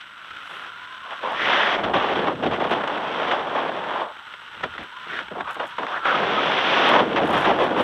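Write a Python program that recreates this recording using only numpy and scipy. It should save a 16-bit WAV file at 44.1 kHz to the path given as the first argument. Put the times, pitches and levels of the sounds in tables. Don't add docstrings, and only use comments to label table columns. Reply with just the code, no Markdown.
import sys
import numpy as np
from scipy import signal
from scipy.fft import rfft, irfft
from scipy.io import wavfile

SR = 44100
rng = np.random.default_rng(int(sys.argv[2]) if len(sys.argv) > 2 else 0)


def to_wav(s):
    ch = np.atleast_2d(s).T
    pcm = np.round(np.clip(ch, -1, 1) * 32767)
    wavfile.write(sys.argv[1], SR, pcm.astype(np.int16))


N = 345303
TIME = np.arange(N) / SR


def from_db(db):
    return 10 ** (np.asarray(db) / 20)


def rms_one(x):
    return x / np.sqrt(np.mean(x ** 2) + 1e-20)


def in_time(rows):
    seconds, *columns = np.transpose(rows)
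    return [np.interp(TIME, seconds, column) for column in columns]


def swell(s, half_length, db):
    gain = np.zeros(N)
    near = np.abs(TIME - s) < 4 * half_length
    gain[near] = from_db(db) * np.exp(-((TIME[near] - s) / half_length) ** 2)
    return gain


def drift(rate):
    step = 20
    pole = np.exp(-2 * np.pi * rate * step / SR)
    settle = 4000
    noise = rng.standard_normal(N // step + settle + 2)
    slow = signal.lfilter([1], [1, -2 * pole, pole * pole], noise)[settle:]
    return np.interp(np.arange(N) / step, np.arange(len(slow)), rms_one(slow))


def colour(x, spectrum, size=2048):
    hz, db = np.transpose(spectrum)
    grid = np.maximum(np.arange(size // 2 + 1) * SR / size, 1)
    outside = np.minimum(grid / hz[0], 1) * np.minimum(hz[-1] / grid, 1) ** 2
    gain = rms_one(from_db(np.interp(np.log(grid), np.log(hz), db)) * outside)
    cepstrum = irfft(np.log(gain))[:size // 2]
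    cepstrum[1:] *= 2
    response = irfft(np.exp(rfft(cepstrum, size)))
    return signal.oaconvolve(x, response)[:N]


def cut(x, hz, kind, order=4):
    return signal.sosfilt(signal.butter(order, hz, kind, fs=SR, output="sos"), x)


def grains(per_s, spread_db):
    sizes = from_db(spread_db * np.minimum(rng.exponential(1, N), 4))
    signs = rng.choice([-1, 1], N)
    breaks = rng.random(N) < per_s / SR
    return rms_one(sizes * signs * breaks)


# pitch in Hz, rms level in dB.
WHINE_TONES = [(7777, -91), (7837.5, -80.5), (7897.3, -79.5), (7957.3, -87)]
SELF_NOISE_DB = -71.5


def electronics():
    whine = sum(from_db(db) * np.sqrt(2) * np.sin(2 * np.pi * hz * TIME) for hz, db in WHINE_TONES)
    noisy_edge = rms_one(cut(rng.standard_normal(N), [7600, 8250], "band", order=1))
    hiss = rms_one(cut(rng.standard_normal(N), 8200, "low", order=1))
    return whine + from_db(-75.5) * noisy_edge + from_db(SELF_NOISE_DB) * hiss


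def air_tone(hz, waver_hz, flutter_db):
    phase = 2 * np.pi * np.cumsum(hz + waver_hz * drift(72.3)) / SR
    return rms_one(from_db(flutter_db * drift(40)) * np.sin(phase))


# time in seconds, pitch in Hz, level in dB.
EDGE_TONE = [(0, 1100, -78), (.6, 1025, -51), (.8, 983, -50), (1.15, 1110, -42.5), (1.5, 998, -58),
             (4.2, 867, -51), (4.35, 955, -51), (4.5, 900, -53), (4.75, 916, -53), (4.98, 1020, -45.5),
             (5.25, 907, -49.5), (5.7, 965, -45), (7.83, 1095, -53)]
# centre in seconds, half length in seconds, pitch in Hz, level in dB.
WHISTLES = [(6.063, 0.037, 1330, -28), (6.148, 0.007, 1260, -17), (6.384, 0.032, 1266, -24)]
# centre in seconds, half length in seconds,
# peak level in dB before the lumpiness.
GUSTS = [(1.895, 0.14, -48), (2.498, .25, -47), (3.5, 0.28, -65), (4.654, 0.075, -51), (4.813, .035, -49),
         (5.504, 0.32, -62.5), (7.42, 0.2, -44.5)]
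BREEZE_DB = -72


def wind():
    gusts = from_db(BREEZE_DB) + sum(swell(s, length, db) for s, length, db in GUSTS)
    eddies = rms_one(cut(rng.standard_normal(N), [48, 170], "band", order=2))
    lumpiness = from_db(1.0 + 1.9 * drift(9.7))
    buffet = eddies * gusts * lumpiness
    tone_hz, tone_db = in_time(EDGE_TONE)
    edge_tone = from_db(tone_db) * air_tone(tone_hz, waver_hz=44, flutter_db=3.5)
    whistles = 0
    for s, length, hz, db in WHISTLES:
        whistles = whistles + swell(s, length, db) * air_tone(hz, waver_hz=14, flutter_db=1.8)
    return edge_tone + whistles + buffet


# time in seconds, strength in dB before a fixed boost and colour.
LUMPS = [(1.3214, -39), (2.7144, -39), (4.8359, -43), (5.5104, -34), (5.5344, -46), (5.667, -47),
         (6.8915, -27), (7.2779, -48), (7.307, -31), (7.3462, -45), (7.3816, -33), (7.4014, -42),
         (7.642, -36.5), (7.7927, -49)]
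# centre in seconds, half length in seconds, peak level in dB.
SPRAY = [(2.723, 0.033, -61), (5.536, 0.016, -53.5), (5.676, 0.02, -59), (7.356, 0.1, -55),
         (7.63, 0.075, -65), (7.81, 0.033, -58)]
# centre in seconds, half length in seconds, peak level in dB.
POWDER = (0.54, 0.12, -65)
# frequency in Hz, relative density in dB per Hz.
TICK_COLOUR = [(2000, -20), (5000, -11), (7000, -4), (9000, -4), (11500, -9), (15000, -18)]


def thrown_snow():
    clouds = sum(swell(s, length, db) for s, length, db in SPRAY)
    spray = clouds * grains(per_s=260, spread_db=2.5)
    powder = swell(*POWDER) * rng.standard_normal(N)
    hits = spray + powder
    for s, strength_db in LUMPS:
        hits[round(s * SR)] += from_db(strength_db + 6.0)
    return colour(hits, TICK_COLOUR)


# time in seconds, level in dB before a fixed trim and the quick scratches.
GLIDE_LEVEL = [(0, -41.5), (.15, -41), (.35, -36.5), (.8, -38.5), (1.2, -37), (4.1, -40.5), (4.6, -38.5),
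               (4.95, -39), (5.17, -31.5), (5.3, -41.5), (5.7, -37), (7.83, -36)]
# frequency in Hz, relative density in dB per Hz.
GLIDE_COLOUR = [(40, -30.5), (170, -19), (450, -19.5), (800, -16.5), (1000, -9.5), (1220, -4), (1420, 1.5),
                (1750, -8), (2400, -13), (3000, -8), (3600, -13), (4700, -32.5), (5700, -30.5),
                (7000, -41.5)]


def glide():
    level_db, = in_time(GLIDE_LEVEL)
    scratches = from_db(1.43 * drift(90))
    rustle = grains(per_s=6000, spread_db=3.0) * scratches
    return from_db(level_db - 1.34) * colour(rustle, GLIDE_COLOUR)


# frequency in Hz, relative density in dB per Hz.
CRUMB_COLOUR = [(300, -14.5), (900, 4.5), (1450, 13), (2400, 0.5), (3400, 0), (4700, -23.5), (5900, -26.5),
                (7500, -30), (13000, -58)]
STRAY_CRUMBS_DB = -55


def crumbs(level_db, bite_db):
    cracks = from_db(0.63 * (level_db + bite_db) - 16.5) * grains(per_s=170, spread_db=2.6)
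    strays = from_db(STRAY_CRUMBS_DB) * grains(per_s=14, spread_db=2.0)
    return colour(cracks + strays, CRUMB_COLOUR)


# time in seconds, strength in dB before the mix and colour,
# low thud against the clack in dB before their own trims.
RUTS = [(0.245, -17, -30), (1.841, -7, -16), (1.939, -4.5, -10), (2.428, -17, -5), (2.463, -18, -20),
        (2.641, -6, -11), (2.808, -10, -1), (2.837, -8, 1.5), (2.875, -2, -22), (3.279, -10, -10),
        (3.312, 0, -22), (4.167, -18.5, -10), (4.338, -14, -14), (4.608, -18, -1), (4.636, -2.5, -24),
        (4.738, -14, -24), (4.78, -10, -29), (5.043, -18, -30), (5.097, -15, -11), (5.189, -7, -21),
        (5.282, -16, -8), (5.358, -29, 4), (5.407, -8, -26), (5.555, -13, -10), (5.784, -9.5, -2),
        (5.83, -11, 6), (5.871, -25, -11), (6.053, -4, -8), (6.936, -3, -24), (6.99, -5, -7),
        (7.454, -1, -24), (7.588, -5, -6)]
# frequency in Hz, relative density in dB per Hz.
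SCRAPE_COLOUR = [(50, -32.5), (100, -17.5), (190, -7), (350, -2), (650, 1), (1000, 0.5), (1500, -4.5),
                 (2400, -9), (3400, -7), (4100, -23.5), (4800, -30.5), (5800, -31), (7000, -50),
                 (12000, -63)]


def ruts(rise_s=0.0005, decay_s=0.0048):
    crack, clack, thud = np.zeros((3, N))
    age = TIME[:SR // 10]
    burst = (1 - np.exp(-age / rise_s)) * np.exp(-age / decay_s)
    for s, strength_db, thud_db in RUTS:
        at = round(s * SR)
        pulse = from_db(strength_db) * burst[:N - at]
        crack[at] = from_db(strength_db)
        clack[at:at + len(age)] += pulse
        thud[at:at + len(age)] += from_db(thud_db) * pulse
    crystals = grains(per_s=8000, spread_db=0)
    bright = colour(from_db(-14.0) * crack + from_db(-13.0) * clack * crystals, CRUMB_COLOUR)
    thump = colour(thud * grains(per_s=5000, spread_db=0), SCRAPE_COLOUR)
    return bright + from_db(-11.0) * cut(thump, 1000, "low", order=2)


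LIFT_DB, LIFT_LEAD_S, LIFT_HALF_LENGTH_S = 3.5, 0.013, 0.008


def lift():
    swells = sum(swell(s - LIFT_LEAD_S, LIFT_HALF_LENGTH_S, 0) for s, *_ in RUTS)
    return np.minimum(swells, 1)


# centre in seconds, half length in seconds, pitch at the centre in Hz
# before the glide, glide in octaves per second, level in dB at the top of the bell.
SKIDS = [(1.328, 0.079, 960, 7.5, -30), (1.426, 0.066, 1810, 2.5, -25.5), (1.604, 0.16, 1760, 1.5, -27),
         (5.147, 0.063, 1770, -1.5, -33), (5.487, 0.031, 1250, 5, -28), (5.955, 0.027, 1420, 7.5, -24),
         (6.096, 0.055, 1406, 0, -21), (7.203, 0.032, 670, -19, -21.5), (7.514, 0.033, 707, -4.5, -20),
         (7.609, 0.039, 590, -11, -20.5)]


def skids(width=0.29):
    out = np.zeros(N)
    drumming = grains(per_s=5500, spread_db=5.0)
    for s, length, hz, glide_rate, db in SKIDS:
        near = np.abs(TIME - s) < 3 * length
        since = TIME[near] - s
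        phase = 2 * np.pi * np.cumsum(hz * 2 ** (glide_rate * since)) / SR
        shifted = drumming[near] * np.exp(-1j * phase)
        ringing = cut(shifted, width * hz / 2, "low", order=2) * np.exp(1j * phase)
        bell = np.exp(-(since / length) ** 2)
        out[near] += from_db(db) * bell * rms_one(ringing.real)
    return out


# time in seconds, scrape level in dB before lift and roughness,
# depth (low chatter against the scrape) in dB, bite (hiss against the scrape) in dB.
FIRST_STRETCH_EARLY = [(1.358, -34, -8, 2.5), (1.415, -33.5, 1, 7), (1.502, -18.5, -14, -0.5),
                       (1.742, -21, -11, -1), (1.813, -26.5, -2, -12.5), (1.92, -24, -3.5, -14.5),
                       (1.99, -21, -10.5, -7), (2.18, -23, -0.5, -5.5), (2.316, -23, -5.5, -13.5),
                       (2.349, -39.5, 13, -14)]
FIRST_STRETCH_LATE = [(2.353, -44, 1.5, -27.5), (2.422, -33, 10, -12.5), (2.52, -28.5, -1, -10.5),
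                      (2.761, -23, -4, -8.5), (2.851, -26.0, -7, -8.5), (3.129, -26, -6.5, -5.5),
                      (3.314, -18.5, -12, -7), (3.412, -25.5, -10, -10), (3.701, -27.5, -5.5, -9.0),
                      (4.019, -22.5, -16, -11.5), (4.115, -36, -24, -28)]
LAST_STRETCH = [(6.04, -30.5, -14.0, -5), (6.068, -21.5, -11, -3.5), (6.249, -22, -4.5, -3.5),
                (6.602, -23, -7.5, 1), (6.86, -17.5, -7.5, 0.5), (6.995, -17, -6.5, -10),
                (7.065, -31, 5, -5), (7.268, -25.5, 1, -8), (7.448, -19.5, -7, -5), (7.549, -26, 0, -6.5),
                (7.83, -24, 0, -9.5)]
# start in seconds, hold in seconds, scrape level in dB before
# the dig, easing, lift and roughness, depth in dB, bite in dB.
GRABS = [(0.002, 0.011, -55, -19, 17.5), (0.49, 0.19, -44, -8, 4), (1.042, 0.083, -36, -23, -23),
         (1.107, 0.028, -30.0, -24, -7.5), (1.228, 0.11, -23.5, -15.5, -9.0),
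         (1.833, 0.0062, -23.5, -1, -0.5), (1.934, 0.034, -18.5, -3.5, -6), (2.264, 0.021, -23, -11, -7),
         (2.424, 0.051, -22.5, 2.5, -6.5), (2.512, 0.034, -24.5, 0, -4.5), (2.597, 0.058, -20, -14, -11),
         (2.706, 0.02, -23, -4, -2.5), (3.549, 0.078, -20, -19, -12), (4.532, 0.1, -51.5, 1, 7),
         (4.629, 0.015, -26, -2, -5), (4.738, 0.022, -50, 9, 6), (4.783, 0.048, -40.5, 1, 3),
         (5.062, 0.034, -47, 5, -6), (5.113, 0.1, -40.5, 2, 2.5), (5.306, 0.019, -38.5, 4, -8.5),
         (5.35, 0.066, -25.5, -7.5, -15.5), (5.472, 0.042, -30, -23, -7), (5.56, 0.028, -29, -9, -28),
         (5.594, 0.046, -23, -15, -11), (5.78, 0.066, -23.5, -10, -11), (5.865, 0.12, -26.5, -19, -8),
         (6.908, 0.087, -14.5, -9, -8), (7.159, 0.026, -15.5, -18, -6.5), (7.329, 0.056, -21.0, -13, -4.0),
         (7.447, 0.066, -21, -1, -4), (7.594, 0.059, -20.5, -12, -6), (7.773, 0.043, -21.0, -17, -8)]
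ATTACK_S, EASE_DB_PER_S, RELEASE_DB_PER_S = 0.0018, 21.5, 522.5
DIG_DB, DIG_S = 0.5, 0.0065


def edge_contacts():
    for scrape in (FIRST_STRETCH_EARLY, FIRST_STRETCH_LATE, LAST_STRETCH):
        level_db, depth_db, bite_db = in_time(scrape)
        outside_s = np.abs(TIME - np.clip(TIME, scrape[0][0], scrape[-1][0]))
        fall_db = np.minimum(RELEASE_DB_PER_S * outside_s, 200)
        yield from_db(level_db - fall_db), depth_db, bite_db
    for start, hold, level_db, depth_db, bite_db in GRABS:
        age = np.clip(TIME - start, 0, .5)
        attack = np.minimum(age / ATTACK_S, 1)
        dig_db = DIG_DB * np.exp(-age / DIG_S)
        fall_db = EASE_DB_PER_S * age + RELEASE_DB_PER_S * np.maximum(age - hold, 0)
        yield attack * from_db(level_db + dig_db - fall_db), depth_db, bite_db


def edge_pressure():
    scrape, chatter, hiss = np.full((3, N), 1e-12)
    for gain, depth_db, bite_db in edge_contacts():
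        scrape += gain ** 2
        chatter += (gain * from_db(depth_db)) ** 2
        hiss += (gain * from_db(bite_db)) ** 2
    return 10 * np.log10([scrape, chatter / scrape, hiss / scrape])


UNEVEN_DB, UNEVEN_PER_S = 0.7, 8.5


def edges(level_db, depth_db, bite_db, usual_depth_db=-7.0, usual_bite_db=-2.5):
    roughness_db = np.clip(1.5 + 0.1 * (depth_db - bite_db), .4, 4)
    grip_db = level_db + roughness_db * drift(105) + UNEVEN_DB * drift(UNEVEN_PER_S)
    limits = np.geomspace(40, 16000, 15)
    out = 0
    for low, high in zip(limits, limits[1:]):
        log_hz = np.log(low * high) / 2
        flex = np.interp(log_hz, np.log([120, 330, 900]), [1.1, 1, 0])
        skid = np.interp(log_hz, np.log([950, 2100, 7000]), [0, 1, 1.15])
        tilt_db = flex * (depth_db - usual_depth_db) + skid * (bite_db - usual_bite_db)
        gain_db = grip_db + tilt_db + 0.25 * drift(32)
        band = cut(grains(per_s=6000, spread_db=2.5) * from_db(gain_db), [low, high], "band", order=3)
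        out = out + band
    return from_db(-0.26) * colour(out, SCRAPE_COLOUR)


def scene():
    surroundings = electronics() + wind() + thrown_snow()
    pressure_db, depth_db, bite_db = edge_pressure()
    level_db = pressure_db - LIFT_DB * lift()
    running = glide() + crumbs(level_db, bite_db) + ruts()
    turning = skids() + edges(level_db, depth_db, bite_db)
    return (surroundings + running + turning)[None]


CUTOFF_HZ = 15300


def record(dry):
    return signal.sosfilt(signal.ellip(10, .1, 80, CUTOFF_HZ, fs=SR, output="sos"), dry)


dry = scene()
out = record(dry)
to_wav(out)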